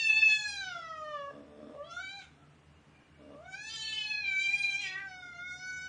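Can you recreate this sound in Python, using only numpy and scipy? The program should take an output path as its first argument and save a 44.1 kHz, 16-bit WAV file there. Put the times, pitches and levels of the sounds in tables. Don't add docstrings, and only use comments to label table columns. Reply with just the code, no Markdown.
import sys
import numpy as np
from scipy import signal
from scipy.fft import rfft, irfft
from scipy.io import wavfile
from scipy.ndimage import uniform_filter1d, minimum_filter1d, map_coordinates

SR = 44100
rng = np.random.default_rng(int(sys.argv[2]) if len(sys.argv) > 2 else 0)


def inscribe(sig):
    pcm = np.round(np.clip(np.atleast_2d(sig).T, -1, 1) * 32767)
    wavfile.write(sys.argv[1], SR, pcm.astype(np.int16))


def undo_db(level):
    steps = np.asarray(level, float) / 20
    return 10 ** steps


N = 259308

YOWL_TRACKS = [
    [(0.0, 907, -67, -48, -29, -40.5), (0.036, 888, -75, -42, -32.5, -40.5),
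     (0.074, 889, -70, -57.5, -21.5, -49), (0.098, 872.2, -56, -46, -37.5, -38),
     (0.138, 870.8, -66, -47.5, -34.5, -42), (0.2, 867.8, -56, -48, -32.5, -36.5),
     (0.232, 867, -62, -37.5, -28.5, -45), (0.274, 869, -67, -78, -30, -50.5),
     (0.302, 865, -55.5, -37.5, -27, -33), (0.418, 848, -53.5, -42.5, -43, -45.5),
     (0.596, 791, -58.5, -44, -49, -46), (0.758, 687.2, -50, -43, -58.5, -55),
     (0.806, 671, -43.5, -54, -60, -57), (0.854, 654.5, -58.5, -38, -50.5, -62.5),
     (1.018, 618.7, -49.5, -48.5, -58.5, -65), (1.092, 607, -48, -49.5, -48.5, -57),
     (1.222, 562.7, -45, -43, -55, -57.5), (1.288, 559.2, -48, -45, -64, -71.5),
     (1.31, 557, -74, -73, -55, -67.5)],
    [(1.74, 531.3, -59, -69, -87, -87), (1.78, 564.3, -47, -54, -79, -73),
     (1.816, 582.4, -44, -50, -69, -81), (1.85, 646, -58.5, -66.5, -74, -58),
     (1.885, 678, -53, -58.5, -73, -58), (1.92, 677, -55.5, -45.5, -66, -54),
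     (1.962, 700, -54.5, -54, -65, -56), (1.969, 705, -55, -36, -62, -56), (1.982, 720, -57, -44, -58, -56),
     (2.002, 752.3, -61.5, -41.5, -56.5, -55.5), (2.078, 775.6, -70, -56.5, -50, -50),
     (2.178, 805.3, -55, -54, -50, -53.5), (2.25, 706, -78, -61, -62.5, -69)],
    [(3.34, 563.5, -59, -59, -77, -88), (3.39, 600.6, -55, -67, -84, -81),
     (3.42, 676.7, -51.5, -65, -91, -100), (3.46, 739, -56, -60, -61, -61),
     (3.49, 758, -64.5, -49.5, -66.5, -95), (3.53, 766, -60, -50, -52, -55),
     (3.58, 824.5, -66, -56, -44.5, -67), (3.59, 829, -60.5, -50.5, -53, -64),
     (3.71, 897.5, -71.5, -51.5, -53.5, -49), (3.78, 881.6, -64.5, -58.5, -44.5, -45),
     (3.9, 878, -68, -52, -42, -45), (3.97, 866.4, -66, -53, -38, -51),
     (4.04, 853.7, -57.5, -52.5, -41.5, -44.5), (4.12, 853.7, -57, -51.5, -33.5, -42),
     (4.2, 835.4, -60, -52, -47, -47), (4.26, 791.7, -66, -55.5, -34, -47.5),
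     (4.35, 761.5, -67.5, -51.5, -36.5, -48.5), (4.42, 781.7, -76.5, -55, -31.5, -42),
     (4.54, 799.5, -60.5, -54, -25, -52), (4.59, 803.8, -64, -49, -29.5, -42.5),
     (4.69, 795.6, -65, -54, -29.5, -45), (4.75, 786, -63, -51.5, -35.5, -50),
     (4.81, 817, -62, -60, -35.5, -44), (4.87, 753, -66.5, -55, -38, -48.5),
     (4.93, 748.4, -65.5, -55, -45.5, -50), (4.99, 782, -68, -49.5, -40, -69),
     (5.05, 783, -64.5, -46.5, -63, -79), (5.11, 743.3, -57.5, -60, -59, -62),
     (5.2, 733.4, -62, -49, -53, -58.5), (5.29, 706, -61, -53, -48, -64.5),
     (5.36, 705.8, -56.5, -47.5, -57, -65), (5.47, 726.5, -81, -46.5, -43, -57),
     (5.54, 723.2, -65.5, -47.5, -45.5, -57), (5.59, 730.7, -63, -48, -56.5, -58),
     (5.68, 748.2, -66.5, -41.5, -53, -68), (5.77, 741.8, -76, -44, -51, -68.5),
     (5.87, 749, -68.5, -44, -53.5, -54)],
]
# centre in Hz, width in Hz, gain in dB.
UPPER_MOUTH = [(2910, 1300, 10.5), (3660, 960, -5.5), (6140, 1400, -11.5), (6950, 230, -8.5),
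               (8930, 300, -19.5)]
# centre in seconds, half length in seconds,
# air below 5 kHz in dB, air above 5 kHz in dB, added roughness (0-1).
VOICE_CATCHES = [(.195, .045, -57, -58, .3), (.76, .11, -68, -68, .12), (1.05, .3, -82, -76, .03),
                 (1.94, .06, -72, -69, .16), (2.225, .04, -61, -70, .3), (3.54, .05, -70, -67, .12),
                 (3.74, .06, -55, -63, .17), (3.87, .14, -66, -66, .07), (4.05, .05, -66, -72, .08),
                 (4.33, .09, -65, -70, .1), (4.835, .07, -60, -59, .12), (4.93, .06, -68, -70, .08),
                 (4.995, .04, -67, -77, .28), (5.27, .06, -74, -74, .07)]


def rms_one(x):
    return x / np.sqrt(np.mean(x ** 2) + 1e-20)


def in_time(rows):
    s, *columns = np.transpose(rows)
    return [np.interp(np.arange(N) / SR, s, c) for c in columns]


def sounding(rows, fade_s):
    t = np.arange(N) / SR
    rise, fall = t - rows[0][0] + fade_s, rows[-1][0] + fade_s - t
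    return np.clip(np.minimum(rise, fall) / fade_s, 0, 1)


def peak(s, half_s):
    return np.clip(1 - np.abs(np.arange(N) / SR - s) / np.maximum(half_s, .01), 0, 1)


def drift(rate_hz):
    r = np.exp(-2 * np.pi * rate_hz / SR)
    noise = rng.standard_normal(N + SR)
    return rms_one(signal.lfilter([1], [1, -2 * r, r * r], noise)[SR:])


def wander(size, rate_hz):
    knots = rng.standard_normal(int(size * rate_hz / SR) + 4)
    return map_coordinates(knots, [1 + np.arange(size) * rate_hz / SR], order=3)


def resonate(x, hz, width_hz):
    r = np.exp(-np.pi * width_hz / SR)
    poles = [1, -2 * r * np.cos(2 * np.pi * hz / SR), r * r]
    return signal.lfilter([(1 - r * r) / 2, 0, (r * r - 1) / 2], poles, x)


def ring_twice(x, hz, width_hz):
    return resonate(resonate(x, hz, width_hz), hz, width_hz)


def hump(hz, centre_hz, width_hz):
    return 1 / (1 + (2 * (hz - centre_hz) / width_hz) ** 2)


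def yowl(rows):
    # time in seconds, level of the overtones above about 5 kHz in dB,
    # depth of the valley between the two mouth resonances in dB (negative: none).
    colours = [
        [(0.0, -49, 6), (0.148, -48.5, -1), (0.162, -49, -3), (0.558, -50, 11), (0.574, -50, 18),
         (0.702, -56.5, -13), (0.736, -63, 1), (1.244, -73, 4.5), (1.33, -87, 0)],
        [(1.75, -100, 16), (1.885, -88, 13), (1.91, -56, 6), (1.934, -63.5, 10), (1.966, -57, 10),
         (1.984, -61, 12), (2.166, -66, 8), (2.186, -63, 15), (2.25, -73, 5)],
        [(3.4, -100, 16), (3.432, -95, 7), (3.438, -87, 4), (3.532, -58.5, 1), (3.746, -49, 0), (4.24, -65, 6),
         (4.456, -50.5, 5.5), (4.58, -57, 12.5), (4.7, -52.5, 6)],
        [(4.7, -51, -2), (4.878, -51, -0.5), (4.91, -69.5, -5), (5.044, -72, -1), (5.096, -61.5, 11),
         (5.436, -71, 12.5), (5.504, -59, 34), (5.834, -54, -14), (5.87, -58, -3)],
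    ]
    # time in seconds, cut in dB (negative: none).
    top_cut = [(0.0, -1), (0.45, 0.5), (0.6, 8.5), (0.75, 39), (1.3, 41), (1.85, 2), (1.92, -14),
               (2.25, -6), (3.45, 11), (3.7, 1), (4.2, -23.5), (4.5, 6), (4.88, -8), (4.96, 24.5),
               (5.2, 14.5), (5.45, 18), (5.6, 13), (5.87, 15.5)]
    flicker_db, flicker_hz = 1.5, 14
    mouth_multiple, mouth_width_hz = 2.984, 444
    back_multiple, back_width_hz, back_db = 5.0, 350, 7
    valley_multiple, valley_width = 4.0, .8
    upper_follow, upper_at_hz = 0.53, 800
    dull_above_hz = 6400

    on = sounding(rows, fade_s=0.011)
    span = on > 0
    pitch, nose_db, second_db, mouth_db, bright_db = [c[span] for c in in_time(rows)]
    size = len(pitch)
    shrill_db, valley_db = [c[span] for c in in_time(np.concatenate(colours))]
    top_cut_db = in_time(top_cut)[0][span]
    flicker = [flicker_db * wander(size, flicker_hz) for _ in range(4)]
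    nose_db, second_db, mouth_db, shrill_db = np.array([nose_db, second_db, mouth_db, shrill_db]) + flicker
    half, shift_hz, rough = [c[span] for c in (*rasps(), roughness())]

    mouth_hz = mouth_multiple * pitch + shift_hz
    opening = (pitch / upper_at_hz) ** upper_follow
    pitch = pitch * (1 + (.003 + .035 * rough) * drift(30)[span])
    turns = np.cumsum(pitch) / SR
    shaken = np.sqrt(1 - rough ** 2) + rough * drift(110)[span]

    parts, powers = np.zeros((3, size)), np.full((3, size), 1e-12)
    for k in np.arange(2.5, 17, .5):
        hz = k * pitch
        source = half if k % 1 else 1
        source = source * undo_db(-np.maximum(valley_db, 0) * hump(k, valley_multiple, valley_width))
        above_mouth = 1 / (1 + (np.minimum(3250, 3.75 * pitch) / hz) ** 16)
        shrill = 1 / (1 + (4900 / hz) ** 16)
        low = (1 - above_mouth) * hump(hz, mouth_hz, mouth_width_hz) ** 0.79
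        upper = sum(undo_db(db) * hump(hz, f * (opening if f < 5000 else 1), w) for f, w, db in UPPER_MOUTH)
        upper = above_mouth * (hz < 11000) * upper
        upper = upper + above_mouth * undo_db(back_db) * hump(hz, back_multiple * pitch, back_width_hz)
        upper = upper * undo_db(-np.maximum(top_cut_db, 0) / (1 + (dull_above_hz / hz) ** 16))
        upper = upper * undo_db(9 * rough ** .5 * wander(size, 70))
        upper = upper * undo_db(4.9 * wander(size, 22))
        gains = source * np.array([low, upper * (1 - shrill), upper * shrill])
        parts += gains * np.sin(2 * np.pi * (k * turns + rng.random()))
        powers += gains ** 2 / 2

    nose = np.sqrt(2) * (np.sin(2 * np.pi * turns) + half * undo_db(-14) * np.sin(np.pi * turns))
    second = np.sqrt(2) * (np.sin(4 * np.pi * turns) + half * undo_db(-16.0) * np.sin(3 * np.pi * turns))
    levels = undo_db(np.array([mouth_db, bright_db, shrill_db]))
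    mouth = np.sum(levels * parts / np.sqrt(powers), axis=0)
    out = np.zeros(N)
    out[span] = shaken * (undo_db(nose_db) * nose + undo_db(second_db) * second + mouth)
    return out * on


def roughness():
    calm, slack, slack_s = .025, .3, .04
    ends = [rows[k][0] for rows in YOWL_TRACKS for k in (0, -1)]
    ends = [s for s in ends if slack_s < s < N / SR - slack_s]
    caught = sum(rough * peak(s, half_s) for s, half_s, _, _, rough in VOICE_CATCHES)
    return calm + caught + slack * sum(peak(s, slack_s) for s in ends)


def rasps():
    # start in seconds, length in seconds, half-step lines in dB, mouth resonance shift in Hz.
    rasp_rows = [(3.725, 0.27, 5, 427.5), (4.856, 0.11, 5.5, 138), (4.936, 0.052, 10, -340)]
    edge_s, plain_db = 0.08, -26.5
    ragged_db, ragged_hz = 3, 50
    shapes = [sounding([(s,), (s + length,)], edge_s) for s, length, _, _ in rasp_rows]
    half_db = [plain_db + (row[2] - plain_db) * shape for row, shape in zip(rasp_rows, shapes)]
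    half = undo_db(np.max(half_db, axis=0) + ragged_db * drift(ragged_hz))
    return half, sum(row[3] * shape for row, shape in zip(rasp_rows, shapes))


def breath():
    steady_db = -90.5
    air = rng.standard_normal(N) * undo_db(3.0 * drift(40))
    below = [m for m in UPPER_MOUTH if m[0] < 5000]
    above = [m for m in UPPER_MOUTH if m[0] >= 5000]
    out = np.zeros(N)
    for column, modes in ((2, below), (3, above)):
        rung = sum(undo_db(db) * ring_twice(air, f, w) for f, w, db in modes)
        level = undo_db(steady_db) * sum(sounding(rows, fade_s=0.038) for rows in YOWL_TRACKS)
        for row in VOICE_CATCHES:
            level = level + undo_db(row[column]) * np.sin(np.pi / 2 * peak(*row[:2])) ** 2
        out += level * rms_one(rung)
    return out


def growl():
    # time in seconds, level in dB, chest part in dB above the throat.
    growl_tracks = [
        [(1.31, -54, -17), (1.346, -54.5, -0.5), (1.434, -60, 4), (1.53, -56.5, -8), (1.59, -56, 1),
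         (1.656, -53, 3), (1.72, -51.5, -2.5), (1.77, -55.5, -28)],
        [(3.18, -74, 0), (3.21, -55, -1), (3.27, -62, 4), (3.305, -57, -4), (3.352, -59, 2), (3.38, -67, -17)],
    ]
    # centre in Hz, width in Hz, gain in dB.
    chest_modes, throat_modes, air_modes = [(210, 74, 2.5), (271, 65, 8.5)], [(442.7, 20.5, 6.5), (613, 71, 4.5),
                                                           (1150, 120, -8), (1680, 1200, -26.5)], [(1770, 330, 0),
                                                                           (3460, 410, -0.5),
                                                                           (5280, 340, -5),
                                                                           (8400, 850, -16.5)]
    flaps_per_s, jitter, flap_cut_hz = 73, .055, 1950
    air_db = -19.5

    turns = np.cumsum(flaps_per_s * (1 + jitter * drift(25))) / SR
    pulses = np.diff(np.floor(turns), prepend=0) * undo_db(2.6 * rng.standard_normal(N))
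    air = rng.standard_normal(N) * np.exp(-3.0 * (turns % 1))
    soften = signal.butter(2, flap_cut_hz, fs=SR, output="sos")
    pulses = signal.sosfilt(soften, pulses + 0.03 * air)
    air = undo_db(air_db) * rms_one(sum(undo_db(db) * ring_twice(air, hz, w) for hz, w, db in air_modes))

    def body(modes):
        return rms_one(sum((-1) ** k * undo_db(db) * resonate(pulses, hz, w) for k, (hz, w, db) in enumerate(modes)))

    chest, throat = body(chest_modes), body(throat_modes)
    out = np.zeros(N)
    for rows in growl_tracks:
        level_db, chest_db = in_time(rows)
        out += undo_db(level_db) * sounding(rows, fade_s=0.044) * (throat - undo_db(chest_db) * chest + air)
    return out


def room(x):
    t60_s, wall_cut_hz, wet = 0.32, 6600, undo_db(-5.5)
    t = np.arange(int(.6 * SR)) / SR
    noise = rng.standard_normal((2, len(t)))
    dull = signal.sosfilt(signal.butter(1, wall_cut_hz, fs=SR, output="sos"), noise[0])
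    decay = undo_db(-60 * t / t60_s)
    tail = (dull + noise[1] * .5 * decay) * decay * (t > .003)
    tail = tail / np.sqrt(np.sum(tail ** 2))
    return (x + wet * signal.fftconvolve(x, tail)[:N]) / np.sqrt(1 + wet ** 2)


def background():
    # frequency in Hz, relative density in dB per Hz.
    hiss_rows = [(30, -19), (60, -7.5), (120, -5), (250, -8), (500, -11), (1200, -13.5), (2900, -18.5),
                 (3400, -24.5), (6000, -29.5), (9500, -33)]
    # centre in Hz, width of each of two passes in Hz, level in dB.
    hum_bands = [(79, 5.7, -68.5), (146.1, 26, -67), (222, 53, -75.5), (291.5, 28, -74), (410, 59, -82.5)]
    # start in seconds, length in seconds, frequency in Hz, level in dB.
    far_tones = [(2.29, 0.16, 3400, -84), (2.373, 0.15, 1328, -71.5), (2.382, 0.12, 686, -73),
                 (2.687, 0.1, 2830, -77.5), (2.896, 0.22, 2880, -79), (3.127, 0.04, 1550, -76),
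                 (2.935, 0.095, 1624, -74), (2.945, 0.1, 2388, -70), (3.143, 0.11, 2290, -75.5),
                 (3.148, 0.19, 2820, -74)]
    hiss_db, far_width_hz = -64.5, 60

    hz = np.maximum(np.fft.rfftfreq(N, 1 / SR), 1)
    colour_hz, colour_db = np.transpose(hiss_rows)
    colour = undo_db(np.interp(np.log(hz), np.log(colour_hz), colour_db))
    hiss = rms_one(irfft(rfft(rng.standard_normal(N)) * colour, N))
    out = undo_db(hiss_db + 0.2 * drift(3.9)) * hiss
    for f, w, db in hum_bands:
        out += undo_db(db) * rms_one(ring_twice(rng.standard_normal(N), f, w))
    noise = rng.standard_normal(N)
    for s, length, f, db in far_tones:
        tone = rms_one(ring_twice(noise, f, far_width_hz))
        out += undo_db(db) * tone * sounding([(s,), (s + length,)], fade_s=0.036)
    return out


def scene():
    cat = sum(yowl(rows) for rows in YOWL_TRACKS) + growl() + breath()
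    return (room(cat) + background())[None, :]


def thin_spectrum(x, depth_db, under_db, lowest_hz):
    gate_above_hz, gate_share_percent, gate_db = 3600, 8, 16
    hz, _, frames = signal.stft(x, SR, nperseg=2048, noverlap=1536)
    power = np.abs(frames) ** 2
    level_db = 10 * np.log10(uniform_filter1d(power, size=7, axis=-2) + 1e-20)
    strongest_db = -minimum_filter1d(-level_db, size=61, axis=-2)
    weak = np.clip((strongest_db - under_db - level_db) / 7, 0, 1) * (hz > lowest_hz)[:, None]
    patch = uniform_filter1d(uniform_filter1d(power, size=24, axis=-2), size=2, axis=-1)
    patch_db = 10 * np.log10(patch + 1e-20)
    threshold_db = np.percentile(patch_db, gate_share_percent, axis=-1, keepdims=True)
    treble = np.clip(2 * (hz / gate_above_hz - 1), 0, 1)[:, None]
    quiet = np.clip(threshold_db - patch_db, 0, 1) * treble
    frames = frames * undo_db(-depth_db * weak - gate_db * quiet)
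    return signal.istft(frames, SR, nperseg=2048, noverlap=1536)[1][..., :N]


def low_pass(x):
    return signal.sosfilt(signal.butter(12, 9630, fs=SR, output="sos"), x)


def record(dry):
    mix = thin_spectrum(dry, depth_db=20, under_db=23, lowest_hz=1000)
    return low_pass(mix)


dry = scene()
out = record(dry)
inscribe(out)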